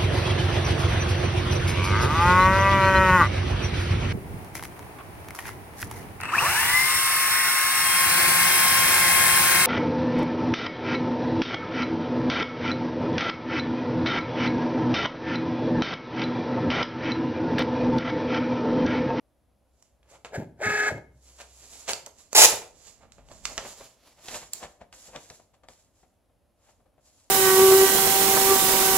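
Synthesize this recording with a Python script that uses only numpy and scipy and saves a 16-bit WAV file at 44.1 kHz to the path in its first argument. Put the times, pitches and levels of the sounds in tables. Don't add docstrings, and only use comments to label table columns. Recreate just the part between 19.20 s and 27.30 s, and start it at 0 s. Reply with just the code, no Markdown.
import sys
import numpy as np
from scipy import signal
from scipy.fft import rfft, irfft, next_fast_len
from scipy.io import wavfile
from scipy.ndimage import map_coordinates

SR = 44100
rng = np.random.default_rng(int(sys.argv[2]) if len(sys.argv) > 2 else 0)


def dump_mix(stems):
    frames = np.atleast_2d(stems).T
    limited = np.clip(frames, -1, 1)
    pcm = np.round(limited * 32767).astype(np.int16)
    wavfile.write(sys.argv[1], SR, pcm)


N = 357210
T = np.arange(N) / SR
SIDE = np.array([[1], [-1]])


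def amp(db):
    return 10 ** (np.asarray(db) / 20)


def unit(x):
    return x / np.sqrt(np.mean(x ** 2) + 1e-20)


def along(points, hz):
    freqs, values = np.transpose(points)
    return np.interp(np.log(hz + 1), np.log(freqs + 1), values)


def wobble(rate):
    return map_coordinates(rng.standard_normal(int(N * rate / SR) + 4), [T * rate])


def swell_db(start, end, rise, t60, t=T):
    return 20 * np.minimum(t - start, 0) / rise - 60 * np.maximum(t - end, 0) / t60


def colour(x, points, tilt_db=0):
    n = x.shape[-1]
    m = 2 * next_fast_len(n // 2 + 4096)
    hz = np.fft.rfftfreq(m, 1 / SR)
    gain = unit(amp(along(points, hz) + tilt_db * np.log2(hz + 20)))
    cepstrum = irfft(np.log(gain + 1e-6))
    cepstrum[1:m // 2] *= 2
    cepstrum[m // 2 + 1:] = 0
    return irfft(rfft(x, m) * np.exp(rfft(cepstrum)), m)[..., :n]


def noise(points):
    return colour(rng.standard_normal(N), points)


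def crackle(rate, spread_db, size=N):
    strength = amp(spread_db * np.clip(rng.standard_normal(size), -2, 2)) * rng.standard_normal(size)
    return unit(strength * (rng.random(size) < rate / SR))


def add(track, start_s, sound):
    part = track[max(round(start_s * SR), 0):][:len(sound)]
    part += sound[:len(part)]


def broad(source, apart_hz):
    mid, side = rfft(np.array([source(), source()]))
    hz = np.fft.rfftfreq(N, 1 / SR)
    width = np.pi / 4 * hz ** 2 / (hz ** 2 + apart_hz ** 2)
    return irfft(np.cos(width) * mid + SIDE * np.sin(width) * side, N)


# freq_hz, t60_s
ROOM_DECAY = [(100, .7), (350, .55), (800, .42), (2000, .35), (8000, .32), (15000, .28)]


def place(x, lag_ms, wet_db):
    m = next_fast_len(N + SR)
    hz = np.fft.rfftfreq(m, 1 / SR)
    direct = np.exp(-1j * np.pi * hz * lag_ms / 1000 * SIDE)
    bands_hz, t, wash = signal.stft(rng.standard_normal((2, SR * 3 // 4)), SR, nperseg=256)
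    decay = amp(-60 * t / along(ROOM_DECAY, bands_hz)[:, None]) * (t > .003)
    tail = signal.istft(wash * decay, SR, nperseg=256)[1]
    mid, side = rfft(tail / np.linalg.norm(tail[0]), m)
    width = np.pi / 4 * hz / (hz + 900)
    reverb = np.cos(width) * mid + SIDE * np.sin(width) * side
    return irfft(rfft(x, m) * (direct + amp(wet_db) * reverb), m)[:, :N]


# freq_hz, gain_db
LEFT_PORT_EQ = [(200, 4.5), (380, 3.5), (700, 5), (2400, 4.5), (4500, 5), (7000, 2), (8100, 0.5),
                (8800, -3.5), (10400, 6.5), (12500, -1), (15500, -2)]
RIGHT_PORT_EQ = [(200, 6.5), (380, 8.5), (700, 3), (2400, 7), (4500, 7.5), (6000, 8.5), (7300, 13.5),
                 (8200, 6.5), (9000, -14), (10200, -1.5), (12500, -3), (15500, -14.5)]


def mic_ports(x):
    return np.array([colour(x[0], LEFT_PORT_EQ), colour(x[1], RIGHT_PORT_EQ)])


# freq_hz, gain_db
ROOM_TONE_EQ = [(22, -24.5), (38, -6), (54, 0), (100, -4), (150, -12.5), (270, -9.5), (400, -17),
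                (580, -9.5), (1000, -21), (1700, -28), (5000, -34), (8800, -37), (10400, -29.5),
                (15000, -43.5)]


def room_tone(floor_db=-69.5, side_db=-8):
    return amp(floor_db) * (noise(ROOM_TONE_EQ) + amp(side_db) * SIDE * noise(ROOM_TONE_EQ))


SWING_START_S, SWING_END_S, SWING_RISE_S = 4.12, 4.36, 1.0
# freq_hz, gain_db
AIR_EQ = [(15, -37), (30, -12), (48, 9.5), (110, -11), (250, -9), (1000, -68.5)]


def waft(swing_db=-58, puff_db=-16, side_db=-7):
    swing = swing_db + swell_db(SWING_START_S, SWING_END_S, SWING_RISE_S, t60=0.77)
    puffs = [db + puff_db + swell_db(peak_s, peak_s, rise=0.023, t60=0.19)
             for peak_s, db, _, _ in DULL_BURSTS if peak_s > SWING_END_S]
    air = noise(AIR_EQ) + amp(side_db) * SIDE * noise(AIR_EQ)
    return amp(np.max([swing] + puffs, axis=0)) * air


# freq_hz, gain_db
SHEET_EQ = [(25, -25.5), (50, -10.5), (150, -7), (350, -8), (600, 5), (900, -0.5), (1400, -5.5), (2500, -9),
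            (5000, -15.5), (8000, -15), (15000, -32.5)]


def bend(level_db=-68, fidget_db=3, settle_db_per_s=10):
    held_db = swell_db(SWING_START_S, SWING_END_S, SWING_RISE_S, t60=60 / settle_db_per_s)
    return amp(held_db + level_db + fidget_db * wobble(10)) * colour(crackle(4000, 2), SHEET_EQ)


# freq_hz, gain_db
HISS_EQ = [(200, -7), (700, -1), (1500, -9), (3500, -6), (7000, 0.5), (11000, -3.5), (15000, -13)]
# start_s, end_s, level_db, ramp_db, rise_s
HISS_SWELLS = [(0.557, 0.637, -73, 8, 0.12), (0.903, 0.946, -61, -5, 0.026),
               (2.054, 2.265, -57.5, -4, 0.095), (2.37, 2.612, -49, 9, 0.21),
               (2.705, 2.74, -45.5, -20, 0.016), (2.992, 3.016, -54.5, 0.5, 0.077),
               (3.11, 3.133, -54.5, 20, .04), (3.607, 3.686, -53.5, 5.5, 0.14),
               (3.93, 3.96, -65, -1.5, .015), (4.121, 4.24, -56.5, -5, 0.079),
               (4.253, 4.35, -45.5, -5, 0.031), (4.408, 4.493, -43, 8.5, .05),
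               (4.575, 4.64, -44, -0.5, .08), (4.856, 4.9, -54, 2, 0.23), (5.103, 5.151, -37.5, 2.5, 0.13),
               (5.333, 5.382, -45.5, 2, 0.04), (5.736, 5.879, -51, 5.5, 0.014), (5.96, 6.15, -56, 2, 0.059),
               (6.492, 6.629, -62.5, -6, .015), (6.761, 6.83, -69, 0, 0.073),
               (7.453, 7.508, -66.5, -1, .08), (7.859, 8.089, -63, -4, .06)]


def paper_hiss(trim_db=-3, crinkle_db=-8, uneven_db=1.96, t60_s=0.39):
    t = np.arange(0, N / SR, .002)
    swells = []
    for start, end, db, ramp_db, rise in HISS_SWELLS:
        ramp = np.clip((t - start) / (end - start) - .5, -.5, .5)
        swells.append(db + ramp_db * ramp + swell_db(start, end, rise, t60_s, t))
    envelope_db = np.interp(T, t, np.max(swells, axis=0))
    grains = crackle(20000, 2) + amp(crinkle_db) * crackle(300, 3)
    return amp(envelope_db + trim_db + uneven_db * wobble(40)) * colour(grains, HISS_EQ)


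# peak_s, level_db, rise_s, tilt_db_per_octave
DULL_BURSTS = [(.954, -52.5, 0.1, -0.5), (1.052, -41.5, 0.0027, 0), (2.188, -50, 0.005, 3),
               (2.211, -42.5, 0.027, 3), (2.69, -25.5, 0.015, 3), (2.866, -47, 0.0058, -2),
               (3.33, -32, 0.025, -2), (3.42, -45.5, .007, -0.5), (3.835, -51.5, .04, -2.5),
               (3.984, -51.5, .005, -3.5), (4.115, -47.5, 0.034, -4.5), (4.32, -45, 0.067, -2.5),
               (4.385, -33, 0.012, 0), (4.458, -39.5, 0.048, -1), (4.611, -43.5, .014, -3),
               (4.988, -52.5, .011, 0.5), (5.089, -38.5, 0.018, 3.5), (5.16, -37, 0.066, 0.5),
               (5.226, -43.5, .02, 0.5), (5.438, -37, 0.035, -.5), (5.616, -46, 0.015, -3),
               (5.73, -49, 0.006, 2), (5.888, -50.5, 0.0095, -4.5), (5.962, -39.5, 0.042, -1.5),
               (6.107, -47.5, 0.0094, -3.5), (6.197, -56.5, .005, -2.5), (6.342, -60, .01, 0),
               (6.435, -51, .003, -3), (6.492, -50, .0045, -4), (6.832, -58.5, .003, -3.5),
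               (7.1, -67, 0.0037, -6), (7.5, -62.5, 0.13, 0), (7.601, -62.5, .005, -5),
               (7.659, -60.5, .007, -5), (7.78, -62, .005, -4)]


def dull_bursts(grains_per_s=7000, spread_db=4, t60_s=.11):
    track, lead_s = np.zeros(N), (SR // 8) / SR
    t = T[:SR // 3] - lead_s
    for peak_s, db, rise, tilt_db in DULL_BURSTS:
        grains = amp(swell_db(0, 0, rise, t60_s, t)) * crackle(grains_per_s, spread_db, size=len(t))
        add(track, peak_s - lead_s, amp(db) * colour(grains, SHEET_EQ, tilt_db))
    return track


# pitch_ratio, gain_db
CRACK_EQ = [(.1, -22), (.4, -12), (.7, -2), (1, 0), (1.7, -3), (3, -14), (8, -28)]
# start_s, level_db, pitch_hz, pop_db (against the crack)
SNAPS = [(0.625, -51.5, 5960, -8), (.83, -62, 2300, -9), (1.048, -35.5, 1790, 4), (2.7333, -22, 5600, -9),
         (2.8625, -35, 6100, -15), (3.13, -25, 7340, -4), (3.921, -48.5, 5100, -7.5),
         (4.087, -52, 3530, 13), (4.1153, -46.5, 3090, 17), (4.254, -22, 3600, -16),
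         (4.379, -23.5, 3340, -3), (5.0843, -33, 3550, -3), (5.144, -33, 3020, -5),
         (5.3339, -22.5, 8100, -22), (5.727, -46, 3000, -1.5), (5.961, -35.5, 2150, -17),
         (6.101, -40.5, 2870, -5), (6.4862, -42, 1748, 9)]


def snaps(pop_t60_s=0.0089, crack_t60_s=0.015, shiver=0.74):
    track, t = np.zeros(N), T[:SR // 16]
    for start_s, db, pitch_hz, pop_db in SNAPS:
        flick = shiver * rng.standard_normal(len(t)) * amp(-60 * t / crack_t60_s)
        flick[0] = 2
        crack = colour(flick, np.array(CRACK_EQ) * [pitch_hz, 1])
        pop = colour(rng.standard_normal(len(t)) * amp(-60 * t / pop_t60_s), SHEET_EQ)
        snap = unit(crack) + amp(pop_db) * unit(pop)
        add(track, start_s, amp(db) * snap / snap[:SR // 500].std())
    return track


# freq_hz, gain_db
TAUT_SHEET_EQ = [(28, -28.5), (60, -13.5), (250, -17.5), (400, 1), (620, 1.5), (840, 8.5), (1150, -3.5),
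                 (1600, -4.5), (2400, 0), (3300, -3), (5500, 0.5), (7200, 1.5), (10000, 1), (15000, -2.5)]
# start_s, end_s, level_db, tilt_db_per_octave
TEARS = [(2.691, 2.719, -30, -0.97), (3.15, 3.259, -9, 0.5)]


def rip(teeth_per_s=500, tooth_db=2, snag_db=1.55, build_db=7.5, build_s=0.022):
    breaks = unit(crackle(22000, 0.97) * amp(tooth_db * wobble(teeth_per_s) + snag_db * wobble(70)))
    track = np.zeros(N)
    for start, end, db, tilt_db in TEARS:
        pull_db = build_db * np.clip((T - start) / build_s - 1, -1, 0)
        gate_db = swell_db(start, end, rise=.002, t60=0.0041)
        track += amp(db + pull_db + gate_db) * colour(breaks, TAUT_SHEET_EQ, tilt_db)
    return track


# freq_hz, gain_db
CASE_EQ = [(60, -27), (100, -7), (128, -2.5), (180, -11.5), (260, -12), (400, -17), (900, -53.5)]


def case(shudder_db=-33, jolt_delay_s=0.03, hum_hz=62.5, hum_db=-59.5, octave_db=-17):
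    phase = 2 * np.pi * np.cumsum(hum_hz * (1 + .01 * wobble(4))) / SR
    hum_gain = amp(hum_db + swell_db(start=1.7, end=2.5, rise=1.8, t60=2.2) + wobble(6.7))
    hum = hum_gain * np.sqrt(2) * (np.sin(phase) + amp(octave_db) * np.sin(2 * phase))
    jolts = [s + jolt_delay_s for start, end, _, _ in FEED_MOVES for s in (start, end)]
    jolt_db = np.max([swell_db(s, s, rise=.012, t60=0.26) for s in jolts], axis=0)
    return amp(shudder_db + jolt_db) * noise(CASE_EQ) + hum


# pitch_hz, level_db, t60_s
FRAME_MODES = [(2164, -38.5, 0.35), (1750, -53.5, 0.29), (418.6, -44.5, 0.17)]


def frame_ring(force):
    track = np.zeros(N)
    for hz, db, t60 in FRAME_MODES:
        decay = amp(-60 * T[:SR // 2] / t60)
        envelope = signal.fftconvolve(force, decay / decay.sum())[:N]
        track += amp(db + 3 * wobble(35)) * envelope * np.sin(2 * np.pi * hz * T + 0.98 * wobble(30))
    return track


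# at_speed_s, brake_s, speed_ratio (1 is full speed), drive_db
FEED_MOVES = [(1.148, 1.156, .44, -2.5), (1.437, 1.69, 1, -1)]


def feed(ramp_per_s=90, grip_speed=0.39, stop_speed=.095, slack_db=8, brake_db_per_s=177):
    speed, drive = np.zeros(N), np.zeros(N)
    for start, end, top_speed, db in FEED_MOVES:
        braking_s = np.maximum(T - end, 0)
        period = 1 / top_speed + ramp_per_s * (np.maximum(start - T, 0) + braking_s)
        slack = np.maximum(period - 1 / grip_speed, 0) * (T < start)
        drive += amp(db - slack_db * slack - brake_db_per_s * braking_s) * (period < 1 / stop_speed)
        speed = np.maximum(speed, 1 / period)
    return np.minimum(speed, 1), drive


# freq_hz, gain_db
MOUNT_EQ = [(60, -27), (130, -7.5), (250, -10.5), (420, 0), (530, 1), (620, 6.5), (740, -4), (880, -1.5),
            (1100, -22), (2200, -22.5), (4000, -36.5)]
GEAR_EQ = [(100, -28), (350, -16.5), (750, -5), (1100, -17.5), (1400, -6), (1620, 2), (1900, -5),
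           (2300, -7.5), (2650, -20.5), (2950, -21), (7000, -19.5), (15000, -33.5)]
# pitch_hz, level_db
WHINE_TONES = [(419.9, -38), (629.8, -51), (748.3, -62.5), (839.8, -43.5), (1260, -39), (1443, -49.5),
               (1480, -46.5), (1685, -28.5), (1744, -45.5), (2164, -38), (2315, -63.5), (2584, -43.5)]


def motor(step_hz=1683, flutter=0.001, rough_db=3.0, whine_db=-0.5, clatter_db=-29, play_db=2,
          gears_db=-29, mesh_depth=0.25):
    speed, drive = feed()
    travel = np.cumsum(speed * (1 + flutter * wobble(90))) / SR
    steps = np.diff(np.floor(travel * step_hz), prepend=0) * np.sqrt(SR / (step_hz * speed))
    gear_play = amp(play_db * rng.standard_normal(N)) * (1.49 + rng.standard_normal(N)) / 2
    clatter = amp(clatter_db) * np.sqrt(1 - speed) * colour(steps * gear_play, MOUNT_EQ)
    tones = sum(amp(db + rough_db * wobble(70)) * np.sin(2 * np.pi * hz * travel)
                for hz, db in WHINE_TONES)
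    whine = amp(whine_db) * np.sqrt(2) * speed ** 4 * tones
    mesh = 1 + mesh_depth * np.cos(np.pi / 2 * step_hz * travel)
    teeth = unit(rng.standard_normal(N) * mesh * amp(1.2 * wobble(80)))
    rasp = amp(gears_db) * speed * colour(teeth, GEAR_EQ)
    return drive * (clatter + whine + rasp) + frame_ring(drive * speed ** 2)


# time_s, right_db
STRIP_PAN = [(0.5, 0.7), (2.4, 0.5), (3.7, 3), (4.5, 1), (5.1, 0.5), (5.8, -0.45), (8, -1.2)]


def scene():
    paper = snaps() + bend() + broad(lambda: dull_bursts() + paper_hiss(), apart_hz=3500)
    nearness = np.interp(T, [4.3, 5.3], [0, 1])
    printer = place(motor() + case(), lag_ms=0.077, wet_db=-12.5)
    tearing = place(broad(rip, apart_hz=6000), lag_ms=0.13, wet_db=-6.0)
    far_strip = place(paper * (1 - nearness), lag_ms=0.067, wet_db=-7.5)
    near_strip = place(paper * nearness, lag_ms=-0.063, wet_db=-10)
    right_db = np.interp(T, *np.transpose(STRIP_PAN))
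    strip = amp(-SIDE * right_db) * (far_strip + near_strip)
    return mic_ports(printer + tearing + strip + waft()) * amp(-1.5) + room_tone()


def record(dry):
    ceiling, top_hz, slope_width_hz = .95, 15800, 400
    m = next_fast_len(N + SR // 2)
    rounded = dry / (1 + np.abs(dry / ceiling) ** 6) ** (1 / 6)
    passband = np.clip((top_hz - np.fft.rfftfreq(m, 1 / SR)) / slope_width_hz + .5, 0, 1)
    return irfft(rfft(rounded, m) * np.sin(np.pi / 2 * passband) ** 2, m)[:, :N]


dry = scene()
out = record(dry)
dump_mix(out)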